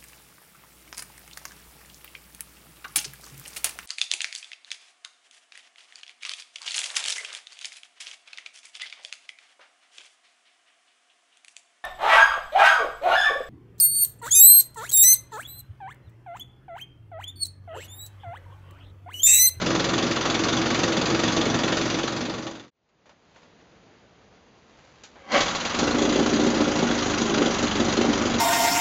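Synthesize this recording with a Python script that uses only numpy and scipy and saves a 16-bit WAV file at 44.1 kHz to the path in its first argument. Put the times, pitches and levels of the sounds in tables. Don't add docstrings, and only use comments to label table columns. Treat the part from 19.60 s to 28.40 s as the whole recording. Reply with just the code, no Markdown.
import sys
import numpy as np
from scipy import signal
from scipy.fft import rfft, irfft
from scipy.io import wavfile
from scipy.ndimage import uniform_filter1d

SR = 44100
rng = np.random.default_rng(int(sys.argv[2]) if len(sys.argv) > 2 else 0)


def materialize(psi):
    bounded = np.clip(np.atleast_2d(psi).T, -1, 1)
    quanta = np.round(bounded * 32767).astype(np.int16)
    wavfile.write(sys.argv[1], SR, quanta)


def natural_amplitude(level_db):
    exponent = np.asarray(level_db, float) / 20
    return 10 ** exponent


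N = 388080
T = np.arange(N) / SR

CUT_S = 3.105
SLACK_S = 5.556

# [f/Hz, width/Hz, gain/dB]
TUB_IDLE = [(112, 17, -12), (144.13, 23.1, -7.5), (181, 43.7, -8.5), (238.6, 15.85, -1), (262.9, 28, -5),
            (328.3, 20.4, 0), (404.7, 44, -9), (473.4, 40.2, -6), (530, 42, -7.5), (634.7, 79, -8.5)]
TUB_START = [(149.5, 39, -13), (213, 11.45, -2.5), (237.9, 11.2, 2), (298, 13.4, 0), (339.8, 21.34, -3.5),
             (403.65, 35.8, -4.5), (445, 25, -7), (517, 45, -7), (597, 55, -8.5), (758, 41, -8)]
# [t/s, peak/dB, bubble note f/Hz]
POPS_IDLE = [(0.107, -17, 326), (0.152, -17, 333), (0.244, -19.5, 317), (0.288, -19, 250),
             (0.334, -16, 334), (0.387, -18, 301), (0.423, -14.5, 334), (0.516, -17.5, 323),
             (0.609, -21, 336), (0.663, -15, 320), (0.701, -16.5, 323), (0.884, -19, 325),
             (0.925, -14, 248), (1.019, -19, 220), (1.059, -17, 320), (1.113, -17, 246), (1.159, -17, 318),
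             (1.192, -16, 330), (1.239, -11.5, 331), (1.283, -17, 458), (1.322, -16.5, 326),
             (1.417, -16, 180), (1.479, -18, 468), (1.513, -14, 320), (1.546, -16, 326),
             (1.593, -15.5, 326), (1.637, -13.5, 236), (1.681, -17, 242), (1.771, -11.5, 322),
             (1.829, -19, 447), (1.902, -16.5, 237), (1.946, -12, 318), (1.994, -15, 243),
             (2.084, -16, 299), (2.125, -15.5, 307), (2.17, -19, 331), (2.209, -17.5, 331),
             (2.302, -18.5, 323), (2.347, -16, 299), (2.476, -21.5, 324), (2.565, -20.5, 320),
             (2.611, -21, 245), (2.648, -22.5, 288), (2.693, -21.5, 302), (2.742, -22.5, 326),
             (2.783, -24.5, 248), (2.87, -29, 234), (2.912, -29, 320)]
POPS_START = [(6.145, -19, 231), (6.189, -16, 229), (6.229, -9, 296), (6.277, -10.5, 237),
              (6.383, -12.5, 231), (6.419, -10.5, 240), (6.45, -13, 248), (6.484, -13, 315),
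              (6.521, -13, 301), (6.559, -11, 237), (6.59, -9, 298), (6.66, -11.5, 299), (6.696, -14, 234),
              (6.728, -10.5, 299), (6.796, -10.5, 296), (6.833, -16, 302), (6.865, -11.5, 299),
              (6.935, -12, 336), (6.969, -14, 242), (7.006, -7.5, 296), (7.078, -14, 242),
              (7.117, -14, 231), (7.153, -13, 296), (7.19, -13, 234), (7.227, -11, 223), (7.303, -12, 300),
              (7.354, -18.5, 237), (7.42, -17.5, 240), (7.462, -15.5, 294), (7.502, -15, 237),
              (7.575, -18.5, 240), (7.616, -14.5, 436), (7.696, -13.5, 226), (7.734, -15, 234),
              (7.775, -13.5, 295), (7.817, -11, 231), (7.859, -10, 230), (7.901, -14, 231),
              (7.938, -19, 213), (7.992, -17, 229), (8.028, -12, 296), (8.156, -17.5, 293),
              (8.201, -10.5, 345), (8.244, -11.5, 223), (8.283, -13, 221), (8.328, -16.5, 288),
              (8.377, -10.5, 369), (8.412, -13, 238), (8.449, -10.5, 295), (8.487, -10, 288),
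              (8.532, -15, 221), (8.582, -21, 223), (8.615, -15, 296), (8.657, -13.5, 233),
              (8.696, -15.5, 218), (8.742, -14.5, 226)]


def evened(x):
    return x / np.sqrt(np.mean(x ** 2) + 1e-20)


def curve(rows, column=1):
    return np.interp(T, [r[0] for r in rows], [r[column] for r in rows])


def colour(x, points):
    hz, db = np.transpose(points)
    log_hz = np.log(np.fft.rfftfreq(N, 1 / SR) + 1)
    return irfft(rfft(x) * natural_amplitude(np.interp(log_hz, np.log(hz), db)), N)


def above(x, hz):
    return signal.sosfilt(signal.butter(3, hz, "high", fs=SR, output="sos"), x)


def ring(x, modes):
    out = np.zeros(len(x))
    for hz, width_hz, db in modes:
        r = np.exp(-np.pi * width_hz / SR)
        angle = 2 * np.pi * hz / SR
        gain = natural_amplitude(db) * 2 * (1 - r) * np.sin(angle)
        out += gain * signal.lfilter([0, 1], [1, -2 * r * np.cos(angle), r * r], x)
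    return out


def train(s, size):
    keep = (s >= 0) & (s < N / SR - 1 / SR)
    return np.bincount((s[keep] * SR).astype(int), size[keep], N)


def die(clicks, t60):
    return signal.lfilter([1], [1, -10 ** (-3 / (t60 * SR))], clicks)


def fade():
    fade_out_s, fade_in_s = 0.96, 0.905
    return np.clip(np.maximum((CUT_S - T) / fade_out_s, (T - CUT_S) / fade_in_s), 1e-5, 1)


def unfaded_db(s, db):
    return db - 20 * np.log10(fade()[(s * SR).astype(int)])


def bursts(events, t60, tone, crest_db):
    s, db = np.transpose(events)
    envelope = uniform_filter1d(die(train(s, natural_amplitude(unfaded_db(s, db - crest_db))), t60), 50)
    return envelope * evened(colour(rng.standard_normal(N), tone))


def swell(start, end, db, rise_db, fall_db):
    return natural_amplitude(db - rise_db * np.maximum(start - T, 0) - fall_db * np.maximum(T - end, 0))


def turning(speed, turn):
    s = np.linspace(speed[0][0], speed[-1][0], num=400)
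    rate = np.interp(s, *np.transpose(speed))
    return np.transpose([s, turn + (np.cumsum(rate) - (rate + rate[0]) / 2) * (s[1] - s[0])])


def moments(crank, place, jitter):
    s, turns = np.transpose(crank)
    whole = np.arange(np.floor(turns[0]) - 1, turns[-1] + 1)
    scattered = whole + place + jitter * rng.standard_normal(len(whole))
    return np.interp(scattered, turns, s, left=-1, right=-1)


def running(crank):
    on = uniform_filter1d(1. * (T >= crank[0][0]) * (T <= crank[-1][0]), 900)
    return on * ((T < CUT_S) == (crank[0][0] < CUT_S))


def blows(expected):
    # [t/s, peak/dB]
    blows_idle = [(0.0144, -19), (0.0611, -16), (0.1038, -16.5), (0.1486, -16), (0.196, -13.5),
                  (0.2423, -15.5), (0.2885, -16.5), (0.3346, -15.5), (0.379, -14), (0.4239, -16.5),
                  (0.4653, -17.5), (0.5108, -15.5), (0.5596, -15), (0.6095, -17), (0.654, -15),
                  (0.6988, -15.5), (0.7437, -15), (0.7911, -17.5), (0.8365, -14), (0.8844, -15),
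                  (0.9258, -16), (0.9677, -17), (1.0141, -17), (1.0575, -16), (1.1024, -15.5),
                  (1.1453, -15.5), (1.1902, -15), (1.2334, -12.5), (1.278, -18), (1.3209, -17.5),
                  (1.3673, -16.5), (1.4127, -15.5), (1.4556, -14), (1.5, -16), (1.5454, -17),
                  (1.5918, -14.5), (1.6347, -14.5), (1.6781, -16), (1.7215, -17), (1.7649, -14),
                  (1.81, -15.5), (1.8535, -17), (1.8978, -17.5), (1.941, -17.5), (1.9879, -18),
                  (2.0338, -16), (2.0777, -16), (2.1213, -16), (2.1691, -15.5), (2.2116, -18),
                  (2.2997, -17), (2.3426, -18.5), (2.386, -17.5), (2.4322, -20.5), (2.4753, -19),
                  (2.5212, -23), (2.5636, -22), (2.6065, -22), (2.6953, -22.5), (2.8667, -26)]
    blows_start = [(6.1889, -16.5), (6.2305, -19.5), (6.2697, -18), (6.307, -17), (6.3455, -20.5),
                   (6.3824, -16.5), (6.4188, -17.5), (6.4515, -17.5), (6.4907, -16.5), (6.523, -16.5),
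                   (6.557, -17), (6.5899, -19.5), (6.66, -14), (6.7326, -17), (6.795, -19.5), (6.8344, -20),
                   (6.864, -17), (6.9002, -19.5), (6.9416, -19), (6.9691, -19.5), (7.005, -18.5),
                   (7.0778, -19.5), (7.155, -18.5), (7.225, -19), (7.268, -18), (7.3088, -17),
                   (7.3457, -20.5), (7.379, -17.5), (7.4226, -19), (7.4586, -17), (7.4974, -19),
                   (7.5353, -15.5), (7.577, -16), (7.6126, -16.5), (7.6954, -19), (7.7388, -14),
                   (7.7753, -16), (7.8172, -18), (7.8566, -16.5), (7.9035, -19), (7.9414, -16),
                   (7.9846, -15), (8.0267, -15.5), (8.1105, -16.5), (8.1529, -17.5), (8.1983, -18),
                   (8.2452, -19), (8.2826, -18.5), (8.324, -15.5), (8.3674, -15), (8.4113, -17),
                   (8.4487, -18.5), (8.4901, -20.5), (8.5295, -18), (8.5746, -17.5), (8.6133, -19.5),
                   (8.6533, -20), (8.6957, -18), (8.7384, -18), (8.783, -17)]
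    average_db = -16.5
    s, db = np.transpose(blows_idle + blows_start)
    db = unfaded_db(s, db - average_db)
    near = np.abs(s - expected[:, None]).argmin(axis=1)
    found = np.abs(s[near] - expected) < .014
    return found * (s[near] - expected), np.where(found, db[near], -2.5)


def patchy(x, crank):
    z = signal.stft(x, nperseg=256)[2]
    frame_at = np.minimum(np.arange(z.shape[1]) * 128, N - 1)
    turn = np.floor(curve(crank) + .1).astype(int)[frame_at]
    tint = evened(uniform_filter1d(rng.standard_normal((turn.max() + 1, len(z))), size=6, axis=1))
    tint_db = 1.5 * tint[turn].T
    return signal.istft(z * natural_amplitude(tint_db), nperseg=256)[1][:N]


def clatter(crank, strikes, spectrum, cowl, uneven_db, bed, whirr_db, cowl_db):
    power = bed * running(crank)
    late_s, hard_db = blows(moments(crank, strikes[0][0], 0))
    for k, (place, db, t60) in enumerate(strikes):
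        s = moments(crank, place, .012 * (k > 0)) + late_s
        if k < 2:
            db = db + 0.6 * hard_db
        else:
            db = db + uneven_db * rng.standard_normal(len(s))
        power += die(train(s, natural_amplitude(2 * db)), t60 / 2)
    shake = np.sqrt(uniform_filter1d(power, 30) + 1e-12)
    tick_size = natural_amplitude(2.29 * np.minimum(rng.exponential(1, N), 4))
    ticks = (rng.random(N) < 1800 / SR) * tick_size * rng.choice([-1, 1], N)
    panel = rng.integers(0, len(cowl), N)
    pings = sum(ring(shake ** 1.58 * ticks * (panel == k), [mode]) for k, mode in enumerate(cowl))
    whirr = colour(rng.standard_normal(N) * running(crank),
                   [(100, -25.0), (500, -2), (1400, -2), (2500, -10.5), (7000, -28.5)])
    rattle = evened(colour(patchy(shake * rng.standard_normal(N), crank), spectrum))
    return rattle + natural_amplitude(cowl_db) * evened(pings) + natural_amplitude(whirr_db) * evened(whirr)


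def gulp(fire, tub, leg_hz, gurgle_db):
    foam = die(fire, 0.15) * (rng.random(N) < 260 / SR) * rng.standard_normal(N)
    puff = ring(fire + natural_amplitude(gurgle_db) * foam, [(leg_hz, 460, 0)])
    rung = sum((-1) ** k * ring(puff, [mode]) for k, mode in enumerate(tub))
    return above(rung, 0.74 * tub[0][0])


def exhaust(crank, tub, leg_hz, place, uneven_db, second_db, gurgle_db, thud_db):
    first = moments(crank, place, 0.01418)
    second = moments(crank, place + 0.49, .07)
    size = natural_amplitude(uneven_db * rng.standard_normal(len(first)))
    thud = above(ring(train(first, size), [(93.7, 52, 0)]), 64)
    pop_s = np.transpose(POPS_IDLE + POPS_START)[0]
    popped = np.abs(first[:, None] - pop_s).min(axis=1) < .016
    fire = train(first, size * ~popped)
    fire += train(second, natural_amplitude(second_db + uneven_db * rng.standard_normal(len(second))))
    return evened(gulp(fire, tub, leg_hz, gurgle_db)) + natural_amplitude(thud_db) * evened(thud)


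def hum(crank, orders):
    turns = curve(crank)
    out = np.zeros(N)
    for k, db in orders:
        waver = evened(uniform_filter1d(uniform_filter1d(rng.standard_normal(N), 4000), 2000))
        level = natural_amplitude(db + (1.4 + .3 * k) * waver)
        out += level * np.sqrt(2) * np.sin(2 * np.pi * (k * turns + rng.random()))
    return out


def motor(crank, speed, load, rattle, gas, orders):
    tickover_turns_per_s, catch_s = 23, 6.18
    share = np.sqrt(running(crank).mean())
    fast = curve(speed) - tickover_turns_per_s
    coasting = uniform_filter1d(1. * (T > CUT_S) * (T < catch_s), size=500)
    rattle_db, rattle_slope, gas_db, gas_slope = load
    rattle_db = rattle_db + rattle_slope * fast - 2.5 * coasting
    gas_db = gas_db + gas_slope * fast - 5.5 * coasting
    sound = share * (natural_amplitude(rattle_db) * rattle + natural_amplitude(gas_db) * gas)
    return running(crank) * (sound + hum(crank, orders) * natural_amplitude(-10 * coasting))


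def idling_motor():
    # [t/s, turns/s]
    speed = [(0, 22.38), (.62, 21.49), (.94, 22.66), (2.38, 22.48), (3.12, 23.91)]
    # [place/turns, level/dB, t60/s]
    strikes = [(.01, 1.5, 0.1216), (0.078, -1, 0.1669), (.16, -7, 0.003), (.26, -8.5, 0.0383),
               (.52, -10.5, 0.4), (0.741, -12, 0.3)]
    # [f/Hz, level/dB per Hz]
    spectrum = [(60, -30.5), (200, -9), (500, 1.5), (1200, -2), (1800, -6.5), (2300, -4), (3500, -4.5),
                (4500, -5.5), (6000, -6), (7500, -10.5)]
    # [f/Hz, width/Hz, gain/dB]
    cowl = [(1142, 31, 1), (1387, 140, -2), (1852, 85, -1.5), (2621, 120, -6), (2903, 94, -8.5),
            (3454, 150, -0.5), (3693.5, 64, -3), (4206, 110, -5.5), (4680, 100, -4.5), (6150, 110, -7)]
    # [multiple, rms/dB]
    orders = [(1, -61), (2, -52.5), (3, -58), (4, -57), (5, -45), (6, -46.5), (8, -44)]
    load = (-27.5, 0.3, -28.5, 1)
    crank = turning(speed, .67)
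    rattle = clatter(crank, strikes, spectrum, cowl, uneven_db=1.5, bed=0.052, whirr_db=-5.5, cowl_db=-6.0)
    gas = exhaust(crank, TUB_IDLE, leg_hz=340, place=0.0402, uneven_db=1.5, second_db=-1.8,
                  gurgle_db=-6.0, thud_db=-20.5)
    return motor(crank, speed, load, rattle, gas, orders)


def pops():
    note_db, note_t60_s, note_rise_s, note_late_s = -8, .14, .003, .011
    gas_lead_s = .008
    # [f/Hz, width/Hz, gain/dB]
    splash, splash_db = [(560, 90, 0), (680, 100, -2), (790, 80, -3)], -20
    s, db, note_hz = np.transpose(POPS_IDLE + POPS_START)
    db = unfaded_db(s, db)
    out, t = np.zeros(N + 6000), np.arange(6000) / SR
    late = np.maximum(t - note_late_s, 0)
    envelope = natural_amplitude(note_db - 60 * late / note_t60_s) * (1 - np.exp(-late / note_rise_s))
    for at, level_db, hz in zip(s, db, note_hz):
        out[int(at * SR):][:len(t)] += natural_amplitude(level_db) * envelope * np.sin(2 * np.pi * hz * late)
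    fired = train(s, natural_amplitude(db))
    froth = evened(ring(rng.standard_normal(N), splash)) * uniform_filter1d(die(fired, .16), 200)
    thump = above(ring(fired, [(108, 45, 0)]), 70)
    out = out[:N] + natural_amplitude(splash_db) * froth + natural_amplitude(22.5) * thump
    for late_s, leg_hz, gain_db in [(0, 378, 42), (.013, 604, 34.8)]:
        push_s = s - gas_lead_s + late_s * rng.uniform(0.901, 1.1045, len(s))
        push = train(push_s, natural_amplitude(db + gain_db))
        out += gulp(push * (T < CUT_S), TUB_IDLE, leg_hz, -8.0)
        out += gulp(push * (T > CUT_S), TUB_START, leg_hz, -8.0)
    return out


def piston_slaps():
    # [t/s, peak/dB]
    slaps = [(0.2427, -18.5), (0.6536, -19), (0.7424, -14), (0.8368, -9.5), (0.884, -15.5), (1.2336, -9.5),
             (2.5675, -29), (2.9099, -31), (6.7281, -13.5), (7.0766, -20), (7.7452, -12.5), (8.2015, -20),
             (8.324, -14.5)]
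    return bursts(slaps, 0.068, [(500, -18.0), (1500, -0.5), (3500, -1.0), (7000, -6.5)], 13.0)


def walls(x):
    t = np.arange(6000) / SR
    echoes = rng.choice([-1., 1.], len(t)) * (rng.random(len(t)) < 2500 / SR)
    tail = echoes * natural_amplitude(-60 * t / 0.1) * (t > .004)
    wet = signal.oaconvolve(x, tail / np.linalg.norm(tail))[:N]
    return x + natural_amplitude(-12.0) * above(wet, 400)


def yard():
    # [f/Hz, level/dB per Hz]
    hush = [(18, -35), (30, -17.5), (59, -5.5), (204, -2.5), (386, -6), (453, -3.5), (485, -5), (766, -9),
            (1290, -13.5), (1910, -15), (7000, -25), (9100, -64.5), (15400, -120)]
    # [start/s, end/s, level/dB]
    rustles = [
        (3.78, 3.81, -57),
        (5.194, 5.801, -58),
    ]
    # [t/s, peak/dB, t60/s, tilt/dB per octave]
    fumbles = [
        (3.289, -61.5, 0.132, -3),
        (3.457, -49, 0.25, -4.5),
        (3.493, -44.5, 0.154, -4.5),
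        (3.76, -44.5, 0.152, -5),
        (3.83, -47.5, 0.157, -4.5),
        (5.436, -31.5, 0.17, 1),
        (5.557, -41, 0.17, -9),
    ]
    gust = evened(uniform_filter1d(rng.standard_normal(N), 3000))
    air = natural_amplitude(-56 + 0.61 * gust) * evened(colour(rng.standard_normal(N), hush))
    grains = (rng.random(N) < 2500 / SR) * rng.standard_normal(N)
    cloth = evened(colour(grains, [(200, -7.5), (800, -1), (3000, -6.0), (7000, -12)]))
    air += sum(swell(*row, rise_db=44.5, fall_db=141) for row in rustles) * cloth
    for s, db, t60, tilt_db in fumbles:
        tone = evened(colour(rng.standard_normal(N), [(150, -11.0), (600, 2.5), (9600, 4 * tilt_db)]))
        envelope = uniform_filter1d(die(train(np.array([s]), np.ones(1)), t60), 40)
        air += natural_amplitude(db - 5) * envelope * tone / fade()[int(s * SR)]
    return air * (T > CUT_S)


def starter():
    # [f/Hz, width/Hz, gain/dB]
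    housing = [(240, 97, -9), (301, 36, -6.5), (587, 40, 2), (785, 65, 0), (1137, 105, -3),
               (1340, 120, -10.5), (1610, 130, -6.5), (2035, 120, -7.5), (2250, 115, -7.5),
               (3200, 300, -14)]
    # [t/s, peak/dB]
    knocks = [(5.7182, -15.5), (5.7757, -13), (5.8056, -8), (5.8314, -21.5), (5.8813, -13.5), (5.9491, -14),
              (5.9994, -23.5), (6.0514, -14), (6.0995, -30), (6.1465, -15.5), (6.188, -13)]
    yank_s, hold_s = 5.745, 0.015
    slips = (rng.random(N) < 7000 / SR) * rng.standard_normal(N)
    dull = evened(above(ring(slips, housing), 230))
    bright = evened(colour(slips, [(200, -46.5), (600, -7.5), (2500, 0.5), (5000, -4.0), (7500, -14.0)]))
    yank = swell(yank_s, yank_s + hold_s, db=-19, rise_db=450, fall_db=180)
    slack = swell(SLACK_S, yank_s, db=-55, rise_db=900, fall_db=890)
    knock = bursts(knocks, 0.15, [(400, -6.0), (1000, 0.5), (4000, 0.5), (7000, -5)], 9.2)
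    rasp = (yank + slack) * dull + (0.7 * yank + 0.21 * slack) * bright
    return rasp + knock + natural_amplitude(8.0) * ring(knock, housing[2:6])


def starting_motor():
    # [t/s, turns/s]
    speed = [(5.76, 20.44), (6.16, 21.63), (6.29, 26.8), (6.65, 29.92), (7.22, 26.5), (7.81, 24.39),
             (8.24, 22.88), (8.41, 24.92), (8.8, 23.52)]
    # [place/turns, level/dB, t60/s]
    strikes = [(-.02, 0, 0.1), (.08, -0.5, .09), (.18, -5.5, 0.1), (.3, -6.5, 0.11), (.52, -6, .12),
               (.75, -7.5, 0.088)]
    # [f/Hz, level/dB per Hz]
    spectrum = [(60, -30.5), (200, -9.5), (500, -3.5), (1400, -0.5), (1800, -7), (2500, -5.5), (3400, -6),
                (4500, -8.5), (6000, -6), (7500, -9.5)]
    # [f/Hz, width/Hz, gain/dB]
    cowl = [(1388.7, 100, -2), (2016, 78, -4), (2180.5, 23, -10.5), (2743, 56, -4), (3070, 77, -3),
            (3386, 100, -1.5), (3850, 110, -4), (4210, 56, -2), (4810, 120, -5), (5880, 86, -6),
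            (6560, 65, -3)]
    # [multiple, rms/dB]
    orders = [(1, -56), (2, -47.5), (3, -47.5), (4, -44.5), (5, -48), (6, -45.5), (7, -47), (8, -43.5),
              (9, -42)]
    load = (-28, -0.2, -33.5, 0.67)
    crank = turning(speed, .953)
    rattle = clatter(crank, strikes, spectrum, cowl, uneven_db=1.72, bed=0.028, whirr_db=-4.5, cowl_db=-6.5)
    gas = exhaust(crank, TUB_START, leg_hz=340, place=-0.1295, uneven_db=1.2, second_db=-4.0,
                  gurgle_db=-7.5, thud_db=-18.5)
    return motor(crank, speed, load, rattle, gas, orders)


def scene():
    machine = walls(idling_motor() + pops() + piston_slaps() + starter() + starting_motor())
    heard = (T < CUT_S) | (T > SLACK_S - .03)
    return (machine * heard + yard())[None]


def top_cut(x):
    return signal.sosfilt(signal.butter(12, 8370, fs=SR, output="sos"), x)


def record(dry):
    # [f/Hz, level/dB]
    edge = [(6800, 0), (7200, -3.5), (7500, -9), (7650, -15.5), (7900, -20.5), (8100, -30.5), (8330, -51.5),
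            (9000, -60.5)]
    # [f/Hz, width/Hz]
    dips = [(5400, 150), (7705, 130)]
    hz = np.fft.rfftfreq(N, 1 / SR)
    z = rfft(colour(dry[0], edge))
    for dip_hz, width_hz in dips:
        z = z * np.abs(hz - dip_hz) / np.hypot(hz - dip_hz, width_hz)
    return top_cut((irfft(z, N) * fade())[None])


dry = scene()
out = record(dry)
materialize(out)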